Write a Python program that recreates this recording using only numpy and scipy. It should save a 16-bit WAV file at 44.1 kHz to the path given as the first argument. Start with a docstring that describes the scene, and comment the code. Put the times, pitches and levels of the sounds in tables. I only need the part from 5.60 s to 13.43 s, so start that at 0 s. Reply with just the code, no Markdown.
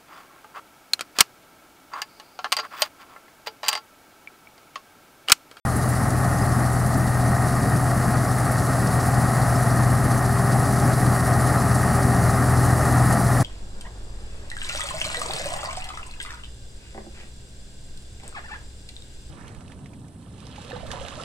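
"""An old combine harvester creeps closer through standing oats, slowly growing louder.
Its six-cylinder engine drones and knocks at a nearly steady speed, and its fan and gears whine.
The sheet metal rattles, the threshing drum rumbles as it beats out the grain, and the knife saws
to and fro through dry straw. Tough stalks snap, and loose steel prongs chink on the turning reel."""
import sys
import numpy as np
from scipy.fft import rfft, irfft, next_fast_len
from scipy.io import wavfile
from scipy.ndimage import map_coordinates

SR = 44100
rng = np.random.default_rng(int(sys.argv[2]) if len(sys.argv) > 2 else 0)


def wrap_up_sound(samples):
    """Save the sound to the file named by the first command line argument, as 16-bit audio."""
    columns = np.atleast_2d(samples).T
    # keep every value between -1 and 1, then stretch to whole-number steps
    tamed = np.clip(columns, -1, 1)
    steps = np.round(tamed * 32767).astype(np.int16)
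    wavfile.write(sys.argv[1], SR, steps)


N = 345270

# how often the cylinders fire: t/s, f/Hz
FIRING_RATE = [(0.0, 123.61), (1.95, 123.52), (2.7, 124.88), (3.65, 122.77), (4.95, 124.28), (5.6, 122.85),
               (6.35, 123.92), (7.83, 122.92)]
# exhaust and shaft tones: waves per engine cycle, relative level/dB
EXHAUST_TONES = [(1.5, -31), (2, -26), (2.56, -16.5), (3, -16), (5, -10.5), (6, 0.5), (7, -10), (8, -18.5),
                 (8.91, -16.5)]
# rise and fall of the exhaust note: t/s, level/dB
EXHAUST_SWELL = [(.5, -.5), (1.7, 1.3), (3.2, -.8), (4.4, 2.2), (5.2, -.4), (6.5, 0.6), (7.8, .7)]
# rise and fall of the crankshaft throb: t/s, level/dB
THROB_SWELL = [(.5, 2.5), (1.9, 1), (2.75, -7), (3.5, 0), (4.15, -7), (5.5, -1.5), (7.2, 3.5), (7.83, -6)]
# rise and fall of the fan tone: t/s, level/dB
FAN_SWELL = [(0, -0.5), (4.3, 1), (4.85, 8), (5.8, 4), (6.5, 9.5), (7.8, -2.5)]
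# gear tones: waves per engine cycle, relative level/dB, phase flutter/rad
GEAR_TONES = [(34.07, -43, .95), (36.33, -47.5, 0.61), (59.9, -45, 0.66), (90.35, -44.5, 0.77)]
# tone colour of the sheet metal: f/Hz, level/dB
CASING_COLOUR = [(250, -26.5), (480, -11), (600, -4), (710, 0), (810, -2), (960, -11), (1080, -6),
                 (1250, -4.5), (1550, -11), (1750, -10.5), (1880, -9), (2250, -23.5), (3000, -32.5),
                 (5000, -64)]
# tone colour of the threshing drum: f/Hz, level/dB
DRUM_COLOUR = [(15, -32), (28, -14), (42, -9), (58, -11.5), (72, -4.5), (100, -0.5), (175, 0), (260, -2.5),
               (330, -9), (450, -14.5), (700, -34), (1500, -74)]
# tone colour of dry straw: f/Hz, level/dB
STRAW_COLOUR = [(1500, -28), (2700, -17.5), (3400, -14), (4400, -5), (5200, -5.5), (6600, -6.5),
                (8000, -3.5), (9800, 0.5), (11300, -4.5), (13200, -12), (16000, -18)]
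# how far the belt-driven knife trails the engine: t/s, lag/strokes
KNIFE_LAG = [(.4, .36), (1, 0.46), (5, 0.72), (5.7, 0.47), (7.8, .49)]
# thickness of the crop, as a change in cutting loudness: t/s, level/dB
CROP_THICKNESS = [(.2, .3), (1.2, -.5), (2.6, -.2), (3.8, .6), (4.7, -.5), (5.6, .7), (6.5, -.3), (7.8, .2)]
# tough stalks snapping: t/s, relative level/dB, centre f/Hz
STALK_SNAPS = [(.162, -31, 10400), (.288, -32.5, 12000), (1.373, -34, 13000), (2.912, -33, 10000),
               (3.269, -34, 5400), (5.332, -35.5, 3500), (5.655, -33, 10000), (6.147, -32.5, 8500),
               (6.697, -35, 6500), (7.522, -30, 7500)]
# loose steel prongs chinking on the reel: t/s, f/Hz, level/dB
PRONG_CHINKS = [(.815, 4995, -36), (3.949, 5260, -35), (6.181, 7320, -35), (6.744, 4995, -36)]
# how alike left and right sound: f/Hz, likeness (1 = the same)
STEREO_LIKENESS = [(25, 0.88), (100, 0.95), (2000, 1), (5000, 1), (9000, 0.96), (10300, .91), (12000, .68),
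                   (13600, .52), (15300, 1)]
# how much louder left is than right: f/Hz, level/dB
LEFT_BOOST = [(60, 3), (300, 1.6), (700, 1.3), (1900, 2), (2500, -0.5), (7800, 1), (9800, -4.5),
              (11500, -10.5), (13300, 0), (15500, 4)]
# how far left runs ahead of right: f/Hz, phase/rad
LEFT_LEAD = [(0, 0), (7410, 0.0), (8610, -0.4), (10400, -0.35), (11200, 0.0), (12100, 1.4), (12800, 1.6),
             (13300, 1.5), (14000, 0.2), (16000, -0.0)]

CYLINDERS = 6  # each fires once per engine cycle
KNIFE_STROKES, FAN_PASSES = .7056, 19.25  # per engine cycle
START_M, CREEP_M_PER_S = 14.9, .6  # distance at the start, driving speed
EXHAUST_DB, THROB_DB, FAN_DB, GEARS_DB = -25, -34, -46.5, -1  # base gains at the starting distance
CASING_DB, DRUM_DB, KNIFE_DB = -28, -26.5, -37.5
DRUM_DRIFT_DB, FAN_DRIFT_DB = .3, 1  # slow random changes in the crop feed and the air flow
STRAIN = .6  # dB of extra rattle for each dB of crop
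SILENT_S, TOP_HZ = .051, 15850  # opening silence, highest frequency kept


def amp(db):
    """Turn decibels into a number to multiply by."""
    return 10 ** (np.asarray(db) / 20)


def unit(x):
    """Scale a signal to an average strength (rms) of 1."""
    return x / np.sqrt(np.mean(x ** 2) + 1e-20)


def along(points, hz):
    """Look up a frequency table at hz, on a scale of octaves."""
    f, v = np.transpose(points)
    return np.interp(np.log(hz + 1), np.log(f + 1), v)


def curve(rows):
    """Join the points of a time table, giving one value per sample."""
    return np.interp(np.arange(N) / SR, *np.transpose(rows))


def wobble(rate):
    """A smooth curve through rate random values a second."""
    return map_coordinates(rng.standard_normal(int(N * rate / SR) + 4), [np.arange(N) * rate / SR])


def tone(turns, flutter, rate):
    """One wave per turn, pushed early or late by about flutter radians, rate times a second."""
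    return np.sqrt(2) * np.cos(2 * np.pi * turns + flutter * wobble(rate))


def filtered(x, response):
    """Multiply each frequency in x by response(hz)."""
    size = next_fast_len(N + 8192)
    return irfft(rfft(x, size) * response(np.fft.rfftfreq(size, 1 / SR)), size)[..., :N]


def radiate(drive, colour):
    """Colour a direct and a scattered signal and spread them left and right, at strength 1."""
    angle = lambda hz: np.arccos(np.clip(along(STEREO_LIKENESS, hz), -1, 1)) / 2
    response = lambda hz: amp(along(colour, hz)) * [np.cos(angle(hz)), np.sin(angle(hz))]
    mid, side = filtered(drive, response)
    return unit(np.array([mid + side, mid - side]))


def grit(spread_db):
    """Two streams of tiny impacts whose sizes scatter by spread_db."""
    return unit(rng.standard_normal((2, N)) * amp(spread_db * wobble(900)))


def bump(turns, at, width):
    """One smooth bump per turn; at and width are fractions of a turn."""
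    return np.exp(-.5 * (((turns - at + .5) % 1 - .5) / width) ** 2)


def each_turn(turns, spread_db):
    """A new random gain for every turn, within spread_db either way."""
    gains = amp(spread_db * rng.uniform(-0.92, 1, size=2048))
    return gains[np.floor(turns).astype(int) % len(gains)]


def exhaust(cycle, waver_db, flutter, smear):
    """Unequal cylinders add tones around the firing note; the muffler smears their chug."""
    return sum(amp(db + waver_db * wobble(9))
               * tone(k * cycle + smear * (k - CYLINDERS) ** 2, flutter, rate=13)
               for k, db in EXHAUST_TONES)


def crankshaft(cycle):
    """The crankshaft turns twice a cycle and shakes the frame twice a turn: a low throb."""
    return amp(THROB_DB + curve(THROB_SWELL)) * tone(2 * 2 * cycle, flutter=.1, rate=12)


def fan(cycle):
    """Each passing blade pushes the air, and the pushes blend into a tone."""
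    level_db = FAN_DB + curve(FAN_SWELL) + FAN_DRIFT_DB * wobble(2.01)
    return amp(level_db) * tone(FAN_PASSES * cycle, flutter=.22, rate=20)


def gears(cycle, waver_db):
    """Gears sing in step with the engine; the slack between their teeth blurs the pitch."""
    return sum(amp(db + waver_db * wobble(2.98)) * tone(k * cycle, flutter, rate=45)
               for k, db, flutter in GEAR_TONES)


def casing(cycle, knife_turns, knock_db, firing_depth, pair_depth, shake_depth):
    """Engine knock and loose sheet metal make the same panels ring."""
    firings = cycle * CYLINDERS
    # every cylinder has its own knock, which comes back each engine cycle
    pattern = rng.standard_normal(size=2048)
    knock = unit(np.interp(cycle % 1, np.linspace(0, 1, len(pattern)), pattern))
    knock *= each_turn(firings, spread_db=2.0)
    drive = grit(spread_db=1.5) + amp(knock_db) * knock * np.array([[1], [0]])  # knock is direct only
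    # each firing strikes the engine block, every second one harder
    beat = 1 + firing_depth * bump(firings, at=0.34, width=0.26)
    beat += pair_depth * bump(firings / 2, at=0.19, width=0.17)
    # the knife drive jolts the front of the machine as it reverses
    jolt = bump(knife_turns, at=0.23, width=0.099) * each_turn(knife_turns, spread_db=-1)
    shake = 1.5 + shake_depth * jolt
    return radiate(drive * beat * shake * amp(0.6 * wobble(18)), CASING_COLOUR)


def drum(cycle, lump_db, chug_depth):
    """Crop tumbles unevenly through the drum; the rumble heaves with each crankshaft turn."""
    chug = 1 + chug_depth * bump(2 * cycle, at=0, width=0.15)
    return radiate(rng.standard_normal((2, N)) * chug * amp(lump_db * wobble(30)), DRUM_COLOUR)


def knife(turns, out_depth, back_depth, back_hz):
    """Straw rustles all the time; the outward stroke slices brightly, the return scrapes lower."""
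    outward = out_depth * bump(turns, at=0, width=0.075) * each_turn(turns + .5, spread_db=2.0)
    back = back_depth * bump(turns, at=0.495, width=0.07) * each_turn(turns, spread_db=3.0)
    scrape = filtered(grit(spread_db=3), lambda hz: 1 / np.sqrt(1 + (hz / back_hz) ** 4))
    slicing = filtered(grit(spread_db=4), lambda hz: hz / np.hypot(hz, 5000))
    rustle = grit(spread_db=1.0) * amp(.5 * wobble(25))
    return radiate(rustle + outward * slicing + back * scrape, STRAW_COLOUR)


def stalks(rise_s, decay_s, octaves, faint_db, low_hz, high_hz, count):
    """A tough stalk breaks in a short burst of splinters; thin stalks sound higher."""
    out, t = np.zeros(N + SR), np.arange(SR // 10) / SR
    hz = np.fft.rfftfreq(len(t), 1 / SR) + 1
    burst = (1 - np.exp(-t / rise_s)) * np.exp(-t / decay_s)
    # the square root puts more faint snaps late, when the machine is nearer
    faint = [(np.sqrt(when) * N / SR, faint_db + 4 * force, low_hz * (high_hz / low_hz) ** pitch)
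             for when, force, pitch in rng.random((count, 3))]
    for start_s, db, centre_hz in list(STALK_SNAPS) + faint:
        band = np.exp(-.5 * (np.log2(hz / centre_hz) / octaves) ** 2)
        splinters = irfft(rfft(rng.laplace(size=len(t))) * band, len(t))
        out[round(start_s * SR):][:len(t)] += amp(db) * unit(splinters) * burst / burst.max()
    return filtered(out[:N], lambda hz: amp(along(STRAW_COLOUR, hz)))


def prongs(ring_s, rise_s, faint_db, count):
    """Each steel prong rings briefly at its own pitch, hushed by the crop; many more tick faintly."""
    out, t = np.zeros(N + SR), np.arange(SR // 4) / SR
    faint = [(when * N / SR, 4000 + 4500 * pitch, faint_db + 6 * force)
             for when, pitch, force in rng.random((count, 3))]
    for start_s, hz, db in list(PRONG_CHINKS) + faint:
        loudness = amp(db - 60 * t / ring_s) * (1 - np.exp(-t / rise_s))
        out[round(start_s * SR):][:len(t)] += loudness * np.sin(2 * np.pi * hz * t)
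    return out[:N]


def nearness():
    """Gain of the machine as it creeps closer, 1 at the start."""
    return START_M / np.maximum(START_M - CREEP_M_PER_S * np.arange(N) / SR, 1)


def scene():
    """One engine sets the pace of the nearing machine; snaps and chinks are added on top."""
    cycle = np.cumsum(curve(FIRING_RATE)) / SR / CYLINDERS  # engine cycles so far
    knife_turns = (KNIFE_STROKES * cycle - curve(KNIFE_LAG)) / 2  # one turn is out and back
    drone = amp(EXHAUST_DB + curve(EXHAUST_SWELL))
    drone *= exhaust(cycle, waver_db=0.5, flutter=0.08, smear=0.139)
    throb = crankshaft(cycle)
    hum = fan(cycle)
    whine = amp(GEARS_DB) * gears(cycle, waver_db=2)
    crop_db = curve(CROP_THICKNESS)  # thick crop cuts louder and shakes the casing harder
    rattle = casing(cycle, knife_turns, knock_db=-9, firing_depth=0.083, pair_depth=0.21,
                    shake_depth=0.23)
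    rattle *= amp(CASING_DB + STRAIN * crop_db)
    rumble = amp(DRUM_DB + DRUM_DRIFT_DB * wobble(2.06)) * drum(cycle, lump_db=1, chug_depth=0.29)
    cutting = amp(KNIFE_DB + crop_db) * knife(knife_turns, out_depth=0.89, back_depth=1.13, back_hz=8000)
    snaps = amp(3.5) * stalks(rise_s=.003, decay_s=0.0092, octaves=0.49, faint_db=-41,
                              low_hz=4500, high_hz=11500, count=14)
    chinks = prongs(ring_s=0.1, rise_s=0.00092, faint_db=-46.0, count=200)
    return nearness() * (drone + throb + hum + whine + rattle + rumble + cutting) + snaps + chinks


def record(dry):
    """Two microphone openings differ in level and phase; the first instant and top treble are cut."""
    sides = np.array([[.5], [-.5]])
    openings = lambda hz: amp(along(LEFT_BOOST, hz) * sides) * np.exp(1j * along(LEFT_LEAD, hz) * sides)
    switched_on = np.arange(N) / SR >= SILENT_S
    return filtered(filtered(dry, openings) * switched_on, lambda hz: hz < TOP_HZ)


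dry = scene()
out = record(dry)
wrap_up_sound(out)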